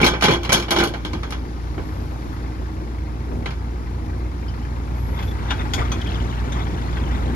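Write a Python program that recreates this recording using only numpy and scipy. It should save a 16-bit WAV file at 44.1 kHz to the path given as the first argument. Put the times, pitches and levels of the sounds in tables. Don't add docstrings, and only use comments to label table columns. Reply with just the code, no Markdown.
import sys
import numpy as np
from scipy import signal
from scipy.fft import rfft, irfft
from scipy.io import wavfile

SR = 44100
rng = np.random.default_rng(int(sys.argv[2]) if len(sys.argv) > 2 else 0)


def dump(signal):
    limited = np.clip(np.atleast_2d(signal).T, -1, 1)
    pcm = np.round(limited * 32767).astype(np.int16)
    wavfile.write(sys.argv[1], SR, pcm)


N = 324135
TIME, FREQS = np.arange(N) / SR, np.fft.rfftfreq(N, 1 / SR)


def gain_of(db):
    return 10 ** (np.asarray(db) / 20)


def unit_rms(x):
    return x / np.sqrt(np.mean(x ** 2) + 1e-20)


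def read(points, hz):
    f, value = np.transpose(points)
    return np.interp(np.log(hz + 1), np.log(f + 1), value)


def curves(rows):
    s, *columns = np.transpose(rows)
    return [np.interp(TIME, s, c) for c in columns]


def add(mix, s, sound):
    part = mix[max(round(s * SR), 0):][:len(sound)]
    part += sound[:len(part)]


def coloured(x, spectrum):
    return unit_rms(irfft(rfft(x) * gain_of(read(spectrum, np.fft.rfftfreq(len(x), 1 / SR))), len(x)))


def wander(rate):
    return unit_rms(irfft(rfft(rng.standard_normal(N)) * np.exp(-(FREQS / rate) ** 2), N))


def place(x, lead_ms, left_db, scatter_db, t60):
    power = abs(signal.stft(x, SR, nperseg=256, noverlap=192)[2]) ** 2
    feedback = gain_of(-120 * 64 / SR / t60)
    lingering = np.sqrt(signal.lfilter([0, 0, 1], [1, -feedback], power))
    phases = np.exp(2j * np.pi * rng.random((2, *lingering.shape)))
    tail = np.std(x) * unit_rms(signal.istft(lingering * phases, SR, nperseg=256, noverlap=192)[1][:, :N])
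    lead = np.exp(1j * np.pi * FREQS * lead_ms / 1000)
    shade = gain_of(read([(380, 0), (650, left_db), (2200, left_db), (11000, 0)], FREQS) / 2)
    arrivals = rfft(x) * np.array([lead, 1 / lead]) + gain_of(scatter_db) * rfft(tail)
    return irfft(arrivals * np.array([shade, 1 / shade]), N)


def puffs(cycles, decay, steady):
    return (steady + np.exp(-(cycles % 1) / decay)) * rng.standard_normal(N)


# multiple of the firing rate, relative level in dB.
EXHAUST_TONES = [(1, 0), (1.5, -22.5), (2, -12.5), (3, -21), (4, -23.5), (5, -35), (6, -24), (7, -28.5)]
# time in seconds, level in dB.
EXHAUST_LEVEL = [(0.0, -24), (0.24, -30), (4.6, -26.5), (7.1, -23.5), (7.35, -21.5)]

def exhaust(firings):
    uneven = firings + .009 * wander(25)
    tones = sum(gain_of(db + min(k, 3) * wander(33)) * np.cos(2 * np.pi * (k * uneven + rng.random()))
                for k, db in EXHAUST_TONES)
    return np.sqrt(2) * tones * gain_of(curves(EXHAUST_LEVEL)[0] - .35 + .99 * wander(29))


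# time in seconds, level in dB.
FAN_LEVEL = [(1.1, -41), (3.0, -39), (3.8, -47.5), (7.3, -43)]

def cooling_fan(firing_hz):
    blade_hz = 5.245 * firing_hz + 1.2 * wander(3)
    return gain_of(curves(FAN_LEVEL)[0] + 2 * wander(15)) * np.sin(2 * np.pi * np.cumsum(blade_hz) / SR)


# frequency in Hz, relative level in dB.
KNOCK_SPECTRUM = [(400, -59), (900, 15), (1300, 8), (2200, 4), (2900, -8.5), (5000, -16.5), (8000, -51),
                  (15000, -43)]

def tractor():
    firings = np.cumsum(27.2 + .5 * wander(2.5)) / SR
    cylinder = gain_of(np.array([2, -1, -2])[firings.astype(int) % 3] + .42 * wander(32))
    return gain_of(-6) * coloured(cylinder * puffs(firings, decay=.28, steady=.08), KNOCK_SPECTRUM)


# time in seconds, firing rate in Hz.
FIRING_RATE = [(0, 58.45), (1.5, 59.02), (1.9, 59.23), (7.35, 59.66)]
# time in seconds, level in dB (-45 with the arm swinging free).
ENGINE_LOAD = [(1.4, -47), (1.96, -43), (2.86, -45.5), (4.26, -45), (5.1, -41.5), (5.66, -37.5),
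               (6.12, -39), (7.3, -37)]
# peak time in seconds, half width in seconds, rise of the drone in dB.
STRAIN_SURGES = [(1.84, 0.11, 1.5), (3.36, 0.071, 7.5), (5.801, 0.025, 9), (7.2, 0.087, 2)]
# frequency in Hz, relative level in dB.
RUMBLE_SPECTRUM = [(22, -55), (29, -28), (35, -9), (50, 5), (68, 2.5), (88, 11.5), (110, 0), (150, -0.5),
                   (200, -11), (400, -50.5)]
DRONE_SPECTRUM = [(100, -7), (170, -5.5), (245, 4), (285, 0.5), (330, -0.5), (400, -5), (480, -7),
                  (600, -12), (900, -12), (2000, -72)]
GEAR_SPECTRUM = [(300, -3), (600, -8), (850, 9.5), (1020, 8), (1280, 5.5), (1550, 0), (1850, -5),
                 (2200, -7), (2900, -17.5), (3600, -19), (5000, -38), (6800, -22.5), (8200, -27.5),
                 (11000, -34), (15000, -60)]

def engines():
    firing_hz = curves(FIRING_RATE)[0] + .3 * wander(1.5)
    firings = np.cumsum(firing_hz) / SR
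    load_db = curves(ENGINE_LOAD)[0] + 45
    surge_db = sum(db * np.exp(-((TIME - s) / width) ** 2) for s, width, db in STRAIN_SURGES)
    tones = exhaust(firings) + cooling_fan(firing_hz)
    rumble = coloured(puffs(firings, decay=.34, steady=.58), RUMBLE_SPECTRUM)
    spread = gain_of(-1) * coloured(rng.standard_normal(N), RUMBLE_SPECTRUM)
    rumble = gain_of(-33 + .78 * load_db + .71 * surge_db) * np.array([rumble + spread, rumble - spread])
    drone_db = -37.5 + .62 * load_db + surge_db + 1.3 * wander(9.2)
    drone = gain_of(drone_db) * coloured(puffs(firings, decay=.13, steady=1), DRONE_SPECTRUM)
    knocks = tractor()
    gears = coloured(puffs(firings * 2, decay=.77, steady=.69), GEAR_SPECTRUM)
    clatter = gain_of(-42.5 + .75 * load_db) * (knocks + gears)
    drone = place(drone, lead_ms=.42, left_db=3.5, scatter_db=-9, t60=.07)
    return tones + rumble + drone + place(clatter, lead_ms=.41, left_db=3.5, scatter_db=-5, t60=.04)


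# time in seconds, relative level in dB.
OIL_LEVEL = [(1.0, -55.5), (1.46, -55.5), (2.24, -55), (3.14, -58), (4.79, -56.5), (5.74, -53.5),
             (7.3, -55.5)]
# frequency in Hz, relative level in dB.
OIL_SPECTRUM = [(1000, 6.5), (3000, 6.5), (4200, 7), (5600, 5), (7000, -3), (8300, -28), (9700, -4.5),
                (11500, -2), (13300, -13), (14500, -35)]

def oil_hiss():
    level_db = curves(OIL_LEVEL)[0] - 2 + .3 * wander(25)
    hiss = gain_of(level_db) * coloured(rng.standard_normal(N), OIL_SPECTRUM)
    return place(hiss, lead_ms=.025, left_db=0, scatter_db=5, t60=.032)


def blow_colour(hz, bass_db, treble_db):
    return read([(350, bass_db), (700, .0043), (2000, 0), (4500, treble_db), (12000, 1.98 * treble_db)], hz)


def burst(spectrum, t60s, bass_db, treble_db, snap_db, snap_s):
    t = np.arange(SR // 3) / SR
    hz, at, bands = signal.stft(coloured(rng.standard_normal(len(t)), spectrum), SR, nperseg=256)
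    favoured_db = 3 * rng.standard_normal(len(hz)).clip(-1.6, 1.3) * (hz > 600) - 1
    start_db = blow_colour(hz, bass_db, treble_db) + favoured_db
    bands = bands * gain_of(start_db[:, None] - 60 * at / read(t60s, hz)[:, None])
    ring = signal.istft(bands, SR, nperseg=256)[1][:len(t)]
    return ring * (1 + gain_of(snap_db) * np.exp(-t / snap_s)) * (1 - np.exp(-t / .00032))


def ringing(modes, t60, bass_db=0, treble_db=0):
    size = SR // 2
    lines = np.zeros(size // 2 + 1, complex)
    for hz, width, db in modes:
        offset, phase = rng.random((2, 4))
        bins = np.round((hz + width * (2 * offset - 1)) * size / SR).astype(int)
        lines[bins] += gain_of(db + blow_colour(hz, bass_db, treble_db)) * np.exp(2j * np.pi * phase)
    t = np.arange(size) / SR
    envelope = gain_of(-60 * t / t60) * (1 - np.exp(-t / .00048))
    return irfft(lines, size) * size / np.sqrt(2) / 2 * envelope


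# start in seconds, length in seconds, relative level in dB.
CHATTER_RUNS = [(.05, .04, -21.5), (0.258, .1, -22.5), (0.556, .025, -19), (0.739, .12, -25.5)]

def rebounds(gap_s=.017):
    return [(s + at + .002 * rng.standard_normal(), db + 3 * rng.standard_normal(), -7, -11.5, 3.5)
            for s, length, db in CHATTER_RUNS for at in np.arange(0, length, gap_s)]


# start in seconds, then level, bass, treble and back-plate boom in relative dB.
BUCKET_BLOWS = [(.002, -12.5, -11, -20, -7), (.014, -13, 3, -10.5, 6), (.031, -9, -1, -16, -16),
                (.043, -9, -11, -8.5, -17), (.064, -7, -9.5, -9.5, -24), (.135, -12, -7.5, -22, -23),
                (.21, -17, -12, -12.5, -15), (.223, -8.5, -7, -11, -21), (.239, -6.5, -5.5, -10, -1.5),
                (.25, -12, -5, -12.5, -2), (.283, -7, -1.5, -16.5, -12), (.309, -10.5, -5.5, -15, 2),
                (.336, -13.5, -13, -14, 4), (.432, -21.5, -19, -12, -15), (.449, -17, -5, -15.5, -13),
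                (.493, -12, -4.5, -13.5, -18), (.52, -8, -7, -10, -27), (.527, -9.5, -12, -3.5, -28),
                (.543, -11, -6.5, -13, -25), (.598, -20, -12, -10, -12), (.624, -20, -12, -12, -15),
                (.683, -19, -7, -18, -3), (.707, -13.5, -5, -6, -10), (.716, -9, -9, -25, 0),
                (.762, -9.5, -5, -15, 1), (.786, -10, -1, -12, 5), (.799, -10.5, -18, -13.5, -11),
                (.826, -11, -3.5, -25, -2), (.836, -20.5, 1, -4.5, -9), (.873, -31.5, 5, -3.5, -15),
                (.938, -19, -9, -17.5, -21), (1.049, -19, -4.5, -14, -22.5), (1.132, -20.5, 0, -15.5, 1),
                (1.232, -22, -6, -15.5, -18), (1.306, -30, 2, -6, -15), (1.323, -19.5, -17, -15.5, -23),
                (1.779, -23, 0, -29, -12), (3.458, -18, -12, -16.5, -25), (3.482, -35, -3, -17, -20),
                (3.506, -28.5, -22, -13, -20)]
# pitch in Hz, half width in Hz, level in dB.
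BUCKET_MODES = [(385, 23, -1), (541, 6, -5), (650, 8, -3.5), (797, 6, 1), (858, 7, .5), (1013, 7, .5),
                (1060, 7, -2.5), (1210, 7, -5), (1417, 8, -1.5), (1545, 45, 3), (2310, 45, 0),
                (2480, 60, -5), (2961, 18, -4.5), (3305, 30, 4.5), (3493, 12, 0), (4134, 24, -10),
                (4360, 35, -8.5), (5100, 80, -5), (6050, 120, -11), (6690, 50, -14.5)]
ARM_MODES = [(124, 24, -13), (174.5, 18, -6)]
LINK_MODES = [(2292, 22, -1), (2470, 31, -5), (4330, 89, -23)]
# frequency in Hz, relative level in dB.
CRASH_SPECTRUM = [(70, -8), (165, 6.5), (230, 2), (400, 3.5), (600, 0.5), (850, -1), (1550, 2),
                  (1850, -0.5), (2600, -3.5), (3300, -0.5), (3700, -4), (6600, -13), (8100, -27),
                  (10500, -18.5), (13000, -26), (15000, -71)]
# frequency in Hz, seconds to fall 60 dB.
CRASH_DECAY = [(150, 0.37), (800, 0.23), (3000, 0.13), (7000, 0.13), (13000, 0.12)]
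# start in seconds, level in dB.
LINK_CLINKS = [(.03, -13), (0.225, -12), (0.504, -23), (.711, -18)]
# frequency in Hz, lead of the left microphone in ms (negative: lag).
TRAILER_PATH = [(400, -.25), (650, -.46), (850, -.22), (1650, -.21), (2280, -.49), (2950, -.68),
                (3300, -.7), (4200, -.71), (5100, -.75)]

def bucket():
    crash, ring, plate_energy = np.zeros((3, N))
    plate_hz, plate_t60 = 345, .39
    fading = gain_of(-120 * np.arange(SR) / SR / plate_t60)
    for s, db, bass_db, treble_db, boom_db in BUCKET_BLOWS + rebounds():
        snap_db = -1 - .55 * (db + 22.5)
        ring_db = db - 20.5 + .3 * (db + 10)
        strike = burst(CRASH_SPECTRUM, CRASH_DECAY, bass_db + 7, treble_db + 13, snap_db, snap_s=.0021)
        add(crash, s, gain_of(db - 7.5) * strike)
        add(ring, s, gain_of(db + bass_db - 4) * ringing(ARM_MODES, t60=.14))
        add(ring, s, gain_of(ring_db) * ringing(BUCKET_MODES, BUCKET_T60, bass_db + 7, treble_db + 10))
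        add(plate_energy, s, gain_of(db + boom_db) ** 2 * fading)
    for s, db in LINK_CLINKS:
        add(ring, s, gain_of(db) * ringing(LINK_MODES, t60=.072))
    swing = np.sqrt(signal.lfilter([1 / 300], [1, 1 / 300 - 1], plate_energy))
    boom = gain_of(-13) * swing * np.sin(2 * np.pi * np.cumsum(plate_hz + 2 * wander(15)) / SR)
    return boom + place(crash + ring, read(TRAILER_PATH, FREQS), left_db=-4, scatter_db=-7, t60=.05)

BUCKET_T60 = .235


# time in seconds, pitch in Hz, level in dB.
VALVE_STROKES = [
    [(1.8, 11340, -74), (1.88, 11530, -63), (2.28, 11380, -69), (2.345, 11388, -61), (2.41, 11350, -77)],
    [(4.945, 11400, -73), (4.972, 11520, -58), (5.054, 11512, -57), (5.118, 11585, -57), (5.19, 11680, -58),
     (5.25, 11692, -51), (5.324, 11590, -59), (5.345, 11480, -74)],
]

def valve_whistle():
    out = np.zeros(N)
    for stroke in VALVE_STROKES:
        hz, db = curves(stroke)
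        sounding = (TIME > stroke[0][0]) & (TIME < stroke[-1][0])
        hz = hz + 8 * wander(9) + 30 * wander(200)
        out += sounding * gain_of(db + 1.5 * wander(60)) * np.sin(2 * np.pi * np.cumsum(hz) / SR)
    return out


# start in seconds, level in dB.
PANEL_RATTLES = [(2.231, -45), (2.459, -43), (2.52, -44), (3.068, -43), (3.459, -30), (3.507, -40),
                 (3.86, -46), (4.085, -46), (4.257, -46), (4.43, -44), (4.958, -44)]
SHACKLE_JINGLES = [(4.481, -46), (4.489, -44.5), (4.625, -50)]
# pitch in Hz, half width in Hz, level in dB.
PANEL_MODES = [(2130, 110, 0), (2450, 200, -7)]
SHACKLE_MODES = [(3080, 120, 0), (4635, 10, -13), (5076, 12, -7)]

def loose_parts():
    out = np.zeros(N)
    for s, db in PANEL_RATTLES:
        add(out, s, gain_of(db) * ringing(PANEL_MODES, t60=.06))
    for s, db in SHACKLE_JINGLES:
        add(out, s, gain_of(db) * ringing(SHACKLE_MODES, t60=.12))
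    return place(out, lead_ms=.05, left_db=2, scatter_db=-8, t60=.04)


def crumbs(per_s, spread_db):
    t, out = np.arange(SR // 30) / SR, np.zeros(N)
    for hz in np.geomspace(700, 7000, num=28):
        tick = np.sin(2 * np.pi * hz * t) * np.exp(-t * hz / 7) * (1 - np.exp(-t * hz / 2))
        sizes = gain_of(spread_db * np.minimum(rng.exponential(1, N), 3.5))
        landings = rng.random(N) < per_s / 28 / SR
        out += signal.oaconvolve(sizes * landings, tick * np.sqrt(hz))[:N]
    return unit_rms(out)


# start in seconds, length in seconds, level in dB.
SCRAPE_STROKES = [(5.123, .13, -40), (5.47, 0.067, -33), (5.585, 0.05, -29), (5.765, 0.08, -26),
                  (5.837, 0.04, -31), (6.1, 0.12, -41), (6.518, 0.13, -34.5), (7.077, 0.13, -37)]
# frequency in Hz, relative level in dB.
SCRAPE_SPECTRUM = [(250, -20), (600, 3), (900, -4), (1200, 8), (1550, -3), (2200, 0), (2800, -14),
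                   (3350, -5), (3570, 1), (3900, -26), (5000, -18), (8000, -21), (14000, -45)]

def scraping():
    pressure = np.zeros(N)
    for s, length, db in SCRAPE_STROKES:
        add(pressure, s, gain_of(db) * np.hanning(int(length * SR)) ** .5)
    catching = gain_of(2 * wander(90))
    grit = crumbs(per_s=7200, spread_db=6) + .5 * rng.standard_normal(N)
    return pressure * catching * coloured(grit, SCRAPE_SPECTRUM)


# start in seconds, level and treble in relative dB, four ping pitches in Hz.
CLOD_CRACKS = [(5.19, -23.5, -7.5, 850, 1056, 2100, 2600), (5.226, -29, -3, 1040, 2060, 2570, 3470),
               (5.456, -27, -34, 654, 850, 940, 1420), (5.506, -13, -8, 980, 1740, 2880, 3670),
               (5.736, -16, 0.5, 1470, 3280, 3540, 4710), (5.917, -17.5, -5, 1300, 2510, 3390, 6300),
               (6.521, -26.5, -3.5, 1406, 2160, 3630, 6430), (6.969, -26, -10, 1040, 1520, 2200, 2500)]
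PING_LEVELS = [-13.5, -13, -14, -16]
# frequency in Hz, relative level in dB.
CLOD_SPECTRUM = [(80, -22), (300, 7), (600, -2.5), (900, -1), (1600, 4), (2400, -4.5), (3400, -0.5),
                 (4500, -10.5), (6500, -12.5), (8200, -24), (11000, -24.5), (13500, -27), (15500, -45)]
# time in seconds, level in dB.
CRUMBLE_LEVEL = [(4.4, -70), (5.1, -67), (5.5, -42), (5.8, -48), (6.1, -37.5), (6.55, -44.5), (6.95, -42),
                 (7.35, -45)]

def digging():
    soil, ring = np.zeros((2, N))
    clod_t60s = [(300, .72), (2000, .047), (9000, .18)]
    for s, db, treble_db, *pitches in CLOD_CRACKS:
        bass_db = -22 - .85 * (db + 20)
        crack = burst(CLOD_SPECTRUM, clod_t60s, bass_db, treble_db + 4, snap_db=0, snap_s=.015)
        add(soil, s, gain_of(db - 11) * crack)
        tooth_modes = [(hz, 40, ping_db) for hz, ping_db in zip(pitches, PING_LEVELS)]
        add(ring, s, gain_of(db) * ringing(tooth_modes, t60=.085))
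        add(ring, s, gain_of(db - 25) * ringing(BUCKET_MODES, BUCKET_T60, bass_db - 13, treble_db))
    trickle = crumbs(per_s=1200, spread_db=3.6) + .35 * rng.standard_normal(N)
    soil += gain_of(curves(CRUMBLE_LEVEL)[0]) * coloured(trickle, CLOD_SPECTRUM) + scraping()
    ring = place(ring, lead_ms=.05, left_db=2, scatter_db=-6, t60=.05)
    return ring + place(soil, lead_ms=.42, left_db=4, scatter_db=-5, t60=.05)


# start and length in seconds, first and last pitch in Hz, level in dB.
STEEL_SQUEAKS = [(5.271, .032, 3480, 3490, -40), (5.305, .018, 3450, 3490, -40),
                 (6.011, .016, 3450, 2950, -31), (6.067, .017, 3350, 2950, -31),
                 (6.112, .018, 2750, 2600, -38)]

def squeaks():
    out = np.zeros(N)
    for s, length, start_hz, end_hz, db in STEEL_SQUEAKS:
        roughness = .0045 / length
        hz = np.linspace(start_hz, end_hz, int(length * SR))
        phase = 2 * np.pi * np.cumsum(hz * (1 + roughness * rng.standard_normal(len(hz)))) / SR
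        slip = np.sin(phase) + gain_of(-15) * np.sin(1.64 * phase)
        add(out, s, gain_of(db) * slip * np.hanning(len(hz)) ** .5)
    return out


def scene():
    return engines() + oil_hiss() + bucket() + valve_whistle() + loose_parts() + digging() + squeaks()


# frequency in Hz, side-signal gain in dB, left over right in dB.
MICROPHONE_PAIR = [(60, -11.5, -0.5), (200, -3, 0), (380, -1, 1), (620, 2, -0.5), (1070, -5.5, -1.5),
                   (2200, 1.5, 1.5), (4450, 1, 8), (8900, 4.5, 2.5), (11200, -14, -0.5)]

def record(dry):
    response = np.array(MICROPHONE_PAIR)
    width = gain_of(read(response[:, :2], FREQS))
    balance = gain_of(read(response[:, ::2], FREQS) / 2)
    left, right = rfft(dry)
    mid, side = (left + right) / 2, width * (left - right) / 2
    pair = irfft(np.array([(mid + side) * balance, (mid - side) / balance]), N)
    rounded = pair / (1 + (pair / .92) ** 8) ** (1 / 8)
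    lowpass = signal.firwin(255, 14400, window=("kaiser", 8), fs=SR)
    return signal.oaconvolve(rounded, lowpass[None], "same")


dry = scene()
out = record(dry)
dump(out)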